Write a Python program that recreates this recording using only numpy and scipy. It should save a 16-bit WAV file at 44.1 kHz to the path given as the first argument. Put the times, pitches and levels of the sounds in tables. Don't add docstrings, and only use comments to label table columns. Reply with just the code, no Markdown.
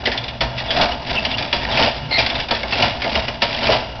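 import sys
import numpy as np
from scipy import signal
from scipy.fft import rfft, irfft
from scipy.io import wavfile

SR = 44100
rng = np.random.default_rng(int(sys.argv[2]) if len(sys.argv) > 2 else 0)


def put_to_file(sound):
    columns = np.atleast_2d(sound).T
    safe = np.clip(columns, -1, 1)
    whole_steps = np.round(safe * 32767)
    wavfile.write(sys.argv[1], SR, whole_steps.astype(np.int16))


N = 176400
T = np.arange(N) / SR
FREQS = np.arange(N + 1) * SR / (2 * N)

# peak_s, rise_s, fall_s, steel_db, frame_db, floor_db
RATTLE_BOUTS = [(0.087, 0.06, 0.089, -29, -25.5, -31.5), (.44, 0.0067, 0.02, -25, -28.5, -19.5),
                (0.589, 0.017, 0.03, -23, -38, -41.5), (0.824, 0.078, 0.055, -17.5, -15.5, -26),
                (1.113, 0.036, 0.097, -22, -22.5, -27.5), (1.402, 0.23, 0.18, -28, -29.5, -31),
                (1.562, 0.013, 0.25, -32.5, -46, -27), (1.828, 0.13, 0.067, -17, -16.5, -22.5),
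                (2.126, 0.014, 0.042, -26, -24, -35), (2.188, 0.015, 0.051, -15.5, -18, -30),
                (2.407, 0.11, 0.026, -23.5, -25, -27.5), (2.55, 0.011, 0.045, -24.5, -27, -37),
                (2.833, 0.086, 0.057, -18, -17, -24.5), (3.171, 0.11, 0.086, -22.5, -23, -30),
                (3.53, 0.086, 0.11, -27, -36, -37.5), (3.715, 0.098, .065, -18.5, -18.5, -23.5)]
# start_s, length_s, start_hz, end_hz, level_db, octave_db, roughness (share of the pitch)
JOINT_SQUEAKS = [(0.053, 0.037, 2124, 1680, -18, -27, 0.077), (.68, 0.037, 3500, 3270, -24, -18, 0.027),
                 (0.815, .04, 4450, 4100, -24, -17, 0.033), (1.153, 0.043, 2820, 2603, -15, -31, 0.064),
                 (1.309, 0.028, 3590, 3330, -20.5, -23, 0.042),
                 (1.333, 0.026, 2747, 2930, -20.5, -32, 0.0086),
                 (1.697, 0.062, 3750, 3150, -22.5, -18, .04), (2.109, 0.029, 2166, 2080, -18.5, 0.5, 0.047),
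                 (2.132, 0.047, 2122, 2080, -16, 0.5, 0.042), (2.181, 0.023, 2462, 2363, -10.5, -8.5, .025)]
# start_s, steel_db, pitch_hz, frame_db, decay_s
LINKAGE_TAPS = [(0.0555, -13, 1950, -22.5, 0.014), (.0714, -17.5, 1940, -26.5, 0.0072),
                (0.1163, -19.5, 1765, -27.5, 0.022), (0.175, -16, 3410, -47.5, .008),
                (0.239, -22, 3460, -26.5, 0.0075), (0.2807, -23.5, 3480, -37.5, 0.014),
                (0.6017, -22, 1840, -23, .004), (0.7057, -14, 3170, -22, 0.013),
                (0.7653, -19.5, 2800, -17, .011), (0.8132, -12, 2870, -19, 0.0082),
                (0.917, -20.5, 2950, -27.5, .008), (1.2501, -12.5, 2980, -19.5, .009),
                (1.3142, -19.5, 3530, -29.5, 0.011), (1.3824, -17.5, 3510, -22.5, 0.014),
                (1.4256, -18.5, 3500, -27, .007), (1.6506, -16.5, 1850, -33.5, 0.0026),
                (1.7722, -14.5, 2450, -16.5, .012), (1.8239, -11, 3026, -12, 0.0091),
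                (2.262, -12.5, 3440, -23.5, 0.0088), (2.3002, -17, 3460, -23, 0.0058),
                (2.3536, -19.5, 3600, -34, 0.0036), (2.4852, -25, 3560, -23, 0.016),
                (2.6319, -16.5, 2170, -18, 0.0034), (2.7233, -15, 2750, -19.5, .017),
                (2.823, -10.5, 2880, -12, 0.013), (3.0185, -19.5, 2270, -24.5, 0.018),
                (3.041, -19.5, 2150, -17, 0.012), (3.1298, -22.5, 4570, -38.5, 0.0025),
                (3.1539, -12.5, 2810, -13.5, 0.0075), (3.2804, -18.5, 2865, -21, 0.0095),
                (3.5473, -14, 3060, -25, 0.0022), (3.6306, -18, 2970, -15.5, 0.017),
                (3.6697, -14, 2430, -19, .011), (3.7212, -14, 2945, -12, 0.018)]
# start_s, level_db, pitch_hz
FRAME_KNOCKS = [(.071, -16, 458), (.08, -31, 502), (1.7925, -11, 720), (1.869, -17, 692),
                (2.113, -23.5, 652), (2.183, -18, 614), (2.825, -17, 717), (3.069, -18, 611),
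                (3.18, -20, 670), (3.688, -12.5, 570), (3.699, -13.5, 564), (3.745, -17, 647)]
# middle_s, length_s, pitch_hz, level_db
DRIVE_GROANS = [(.2, 0.18, 122.4, -33), (0.531, 0.3, 125, -30), (1.36, 0.12, 113.1, -37),
                (2.04, 0.16, 146, -28.5), (2.237, 0.12, 117.8, -25.5), (3.293, 0.1, 107, -37)]
# start_s, steel_db, frame_db
LEVER_CLANKS = [(0.4073, -13.5, -16.5), (1.5274, -12.5, -18.5), (2.508, -14, -15.5), (3.4195, -9, -15.5)]
# pitch_hz, decay_s, level_db
STOP_RING = [(562, 0.016, -4), (802, .016, -15), (939, 0.027, -6), (1318, 0.014, -8), (1780, 0.031, -15.5),
             (3414, 0.0091, -2.5)]
# frequency_hz, level_db
FLOOR_COLOUR = [(20, -12), (40, -19.5), (53, 3.5), (76, 0.5), (92, -10.5), (117, 0.5), (145, -5.5),
                (175, -13.5), (250, -7.5), (330, -21), (500, -39.5)]
STEEL_COLOUR = [(500, -12.5), (1100, -6.5), (1400, -7), (1900, 3), (2400, 5.5), (3400, 3), (3900, -1),
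                (4800, 3), (5400, -4.5), (6000, -23)]
FRAME_COLOUR = [(90, -6.5), (180, -9), (250, -2.5), (340, -5.5), (470, -6), (600, -0.5), (880, 0.5),
                (1120, -9), (1600, -7.5), (3000, -33)]
# pitch_hz, width_hz, level_db (relative to the broad colour)
STEEL_RESONANCES = [(2420, 12, -2.5), (2860, 36, -1.5), (3420, 56, -5), (3936, 30, 3.5), (4520, 33, -14.5)]
FRAME_RESONANCES = [(237, 26, -5.5), (509, 8.2, -2), (583.2, 13, 0.5), (654.3, 16, -0.5), (708.4, 5.9, 2),
                    (909, 9, -10.5)]

IDLE_FLOOR_DB, IDLE_STEEL_DB, IDLE_FRAME_DB = -33.5, -41.5, -34.5
RATTLE_HITS_PER_S, FRAME_ATTACK_S = 330, 0.0053
SPRING_HZ, SPRING_WIDTH_HZ, SPRING_DB, SPRING_SWELL_DB = 2874, 22, -43.5, 1.5
LULL_LEAD_S, LULL_S, LULL_DB = 0.028, 0.026, -4
ROOM_T60_S, ROOM_DB = 0.6, -10
TOP_HZ = 5900


def undb(db):
    return 10 ** (np.asarray(db) / 20)


def unit(x):
    return x / np.sqrt(np.mean(np.abs(x) ** 2) + 1e-18)


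def add(out, start_s, x):
    i = int(start_s * SR)
    out[i:i + len(x)] += x[:N - i]


def wander(hz):
    return unit(irfft(rfft(rng.standard_normal(N)) / (1 + (FREQS[::2] / hz) ** 4), N))


def resonance(hz, width_hz):
    return 1j * FREQS * width_hz / (hz ** 2 - FREQS ** 2 + 1j * FREQS * width_hz)


def body(x, colour, modes=()):
    hz, db = np.array(colour).T
    gain = undb(np.interp(np.log(FREQS + 1), np.log(hz), db))
    cepstrum = irfft(np.log(gain))
    response = np.exp(rfft(2 * cepstrum[:N], 2 * N))
    response *= 1 + sum(undb(level) * resonance(pitch, width) for pitch, width, level in modes)
    return irfft(rfft(x, 2 * N) * unit(response * (FREQS < 1.1 * TOP_HZ)))[:N]


def blow(decay_s, attack_s=0.00019, size=11025):
    t = T[:size]
    return rng.standard_normal(size) * np.exp(-t / decay_s) * (1 - np.exp(-t / attack_s))


def strike(decay_s, contact_db=6.5):
    burst = blow(decay_s)
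    burst[0] += undb(contact_db)
    return burst


def ringing(hz, decay_s, band_hz):
    band = signal.iirpeak(hz, hz / band_hz, SR)
    ring = signal.lfilter(*band, signal.lfilter(*band, blow(decay_s)))
    return ring / np.abs(ring).max()


def shaking(part, idle_db, stretch=1):
    column = ("steel", "frame", "floor").index(part)
    power = undb(idle_db) ** 2
    for peak_s, rise_s, fall_s, *levels_db in RATTLE_BOUTS:
        from_peak = np.maximum((peak_s - T) / rise_s, (T - peak_s) / fall_s)
        power += (undb(levels_db[column]) * np.exp(-from_peak / stretch)) ** 2
    return np.sqrt(power)


def lull():
    slack = sum(np.exp(-((T - start_s + LULL_LEAD_S) / LULL_S) ** 4) for start_s, _, _ in LEVER_CLANKS)
    return undb(LULL_DB * slack)


def rumble():
    return body(rng.standard_normal(N) * shaking("floor", IDLE_FLOOR_DB, stretch=0.5), FLOOR_COLOUR)


def rattle(part, idle_db, decay_s, pieces=6):
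    out = np.zeros(N)
    for _ in range(pieces):
        hits = rng.random(N) < RATTLE_HITS_PER_S / pieces / SR
        out += signal.fftconvolve(hits.astype(float), blow(decay_s))[:N]
    return unit(out) * shaking(part, idle_db) * lull()


def spring():
    ring = irfft(rfft(rng.standard_normal(N), 2 * N) * resonance(SPRING_HZ, SPRING_WIDTH_HZ))[:N]
    swell = undb(SPRING_SWELL_DB * wander(6))
    return undb(SPRING_DB) * unit(ring * swell) * lull()


def squeaks(waver_share=0.014, flutter_db=2.5):
    out = np.zeros(N)
    jitter, waver = wander(450), waver_share * wander(70)
    flutter = unit(undb(flutter_db * wander(150)))
    for start_s, length_s, start_hz, end_hz, level_db, octave_db, roughness in JOINT_SQUEAKS:
        progress = (T - start_s) / length_s
        on = (progress > 0) & (progress < 1)
        glide_hz = start_hz + (end_hz - start_hz) * progress[on]
        phase = 2 * np.pi * np.cumsum(glide_hz * (1 + roughness * jitter[on] + waver[on])) / SR
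        tone = np.sin(phase) + undb(octave_db) * np.sin(2 * phase)
        out[on] += undb(level_db) * np.sqrt(np.sin(np.pi * progress[on])) * flutter[on] * tone
    return out


def taps(steel, frame, rings):
    for start_s, steel_db, pitch_hz, frame_db, decay_s in LINKAGE_TAPS:
        add(steel, start_s, undb(steel_db) * strike(decay_s))
        add(frame, start_s, undb(frame_db) * blow(decay_s=0.025, attack_s=FRAME_ATTACK_S))
        add(rings, start_s, undb(steel_db + 0.5) * ringing(pitch_hz, decay_s, band_hz=280))


def knocks(rings):
    for start_s, level_db, pitch_hz in FRAME_KNOCKS:
        add(rings, start_s, 2 * undb(level_db) * ringing(pitch_hz, decay_s=0.012, band_hz=260))


def groans(jitter_share=0.04):
    out = np.zeros(N)
    unsteady_time = np.cumsum(1 + jitter_share * wander(45)) / SR
    for middle_s, length_s, pitch_hz, level_db in DRIVE_GROANS:
        swell = np.exp(-(2 * (T - middle_s) / length_s) ** 2)
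        out += undb(level_db) * swell * np.sin(2 * np.pi * pitch_hz * unsteady_time)
    return out


def clanks(steel, frame, rings):
    stop = sum(undb(db) * np.exp(-T / decay_s) * np.sin(2 * np.pi * hz * T)
               for hz, decay_s, db in STOP_RING)
    stop *= 1 - np.exp(-T / FRAME_ATTACK_S)
    for start_s, steel_db, frame_db in LEVER_CLANKS:
        add(steel, start_s, undb(steel_db) * strike(decay_s=0.019))
        add(frame, start_s, undb(frame_db) * blow(decay_s=0.034, attack_s=0.003))
        add(rings, start_s, 2 * undb(frame_db) * stop)


def linkage():
    steel = rattle("steel", IDLE_STEEL_DB, decay_s=0.0039)
    frame = rattle("frame", IDLE_FRAME_DB, decay_s=0.013)
    rings = np.zeros(N)
    taps(steel, frame, rings)
    knocks(rings)
    clanks(steel, frame, rings)
    steel = body(steel, STEEL_COLOUR, STEEL_RESONANCES)
    frame = body(frame, FRAME_COLOUR, FRAME_RESONANCES)
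    return steel + frame + rings


def workshop(x):
    echo = blow(ROOM_T60_S / np.log(1000), attack_s=0.0027, size=26000)
    return x + undb(ROOM_DB) * signal.fftconvolve(x, echo / np.linalg.norm(echo))[:N]


def scene():
    return (workshop(linkage() + spring() + squeaks()) + rumble() + groans())[None]


def record(dry):
    ceiling = 0.72
    treble_cut = signal.ellip(8, 0.3, 65, TOP_HZ, fs=SR, output="sos")
    return signal.sosfilt(treble_cut, ceiling * np.tanh(dry / ceiling))


dry = scene()
out = record(dry)
put_to_file(out)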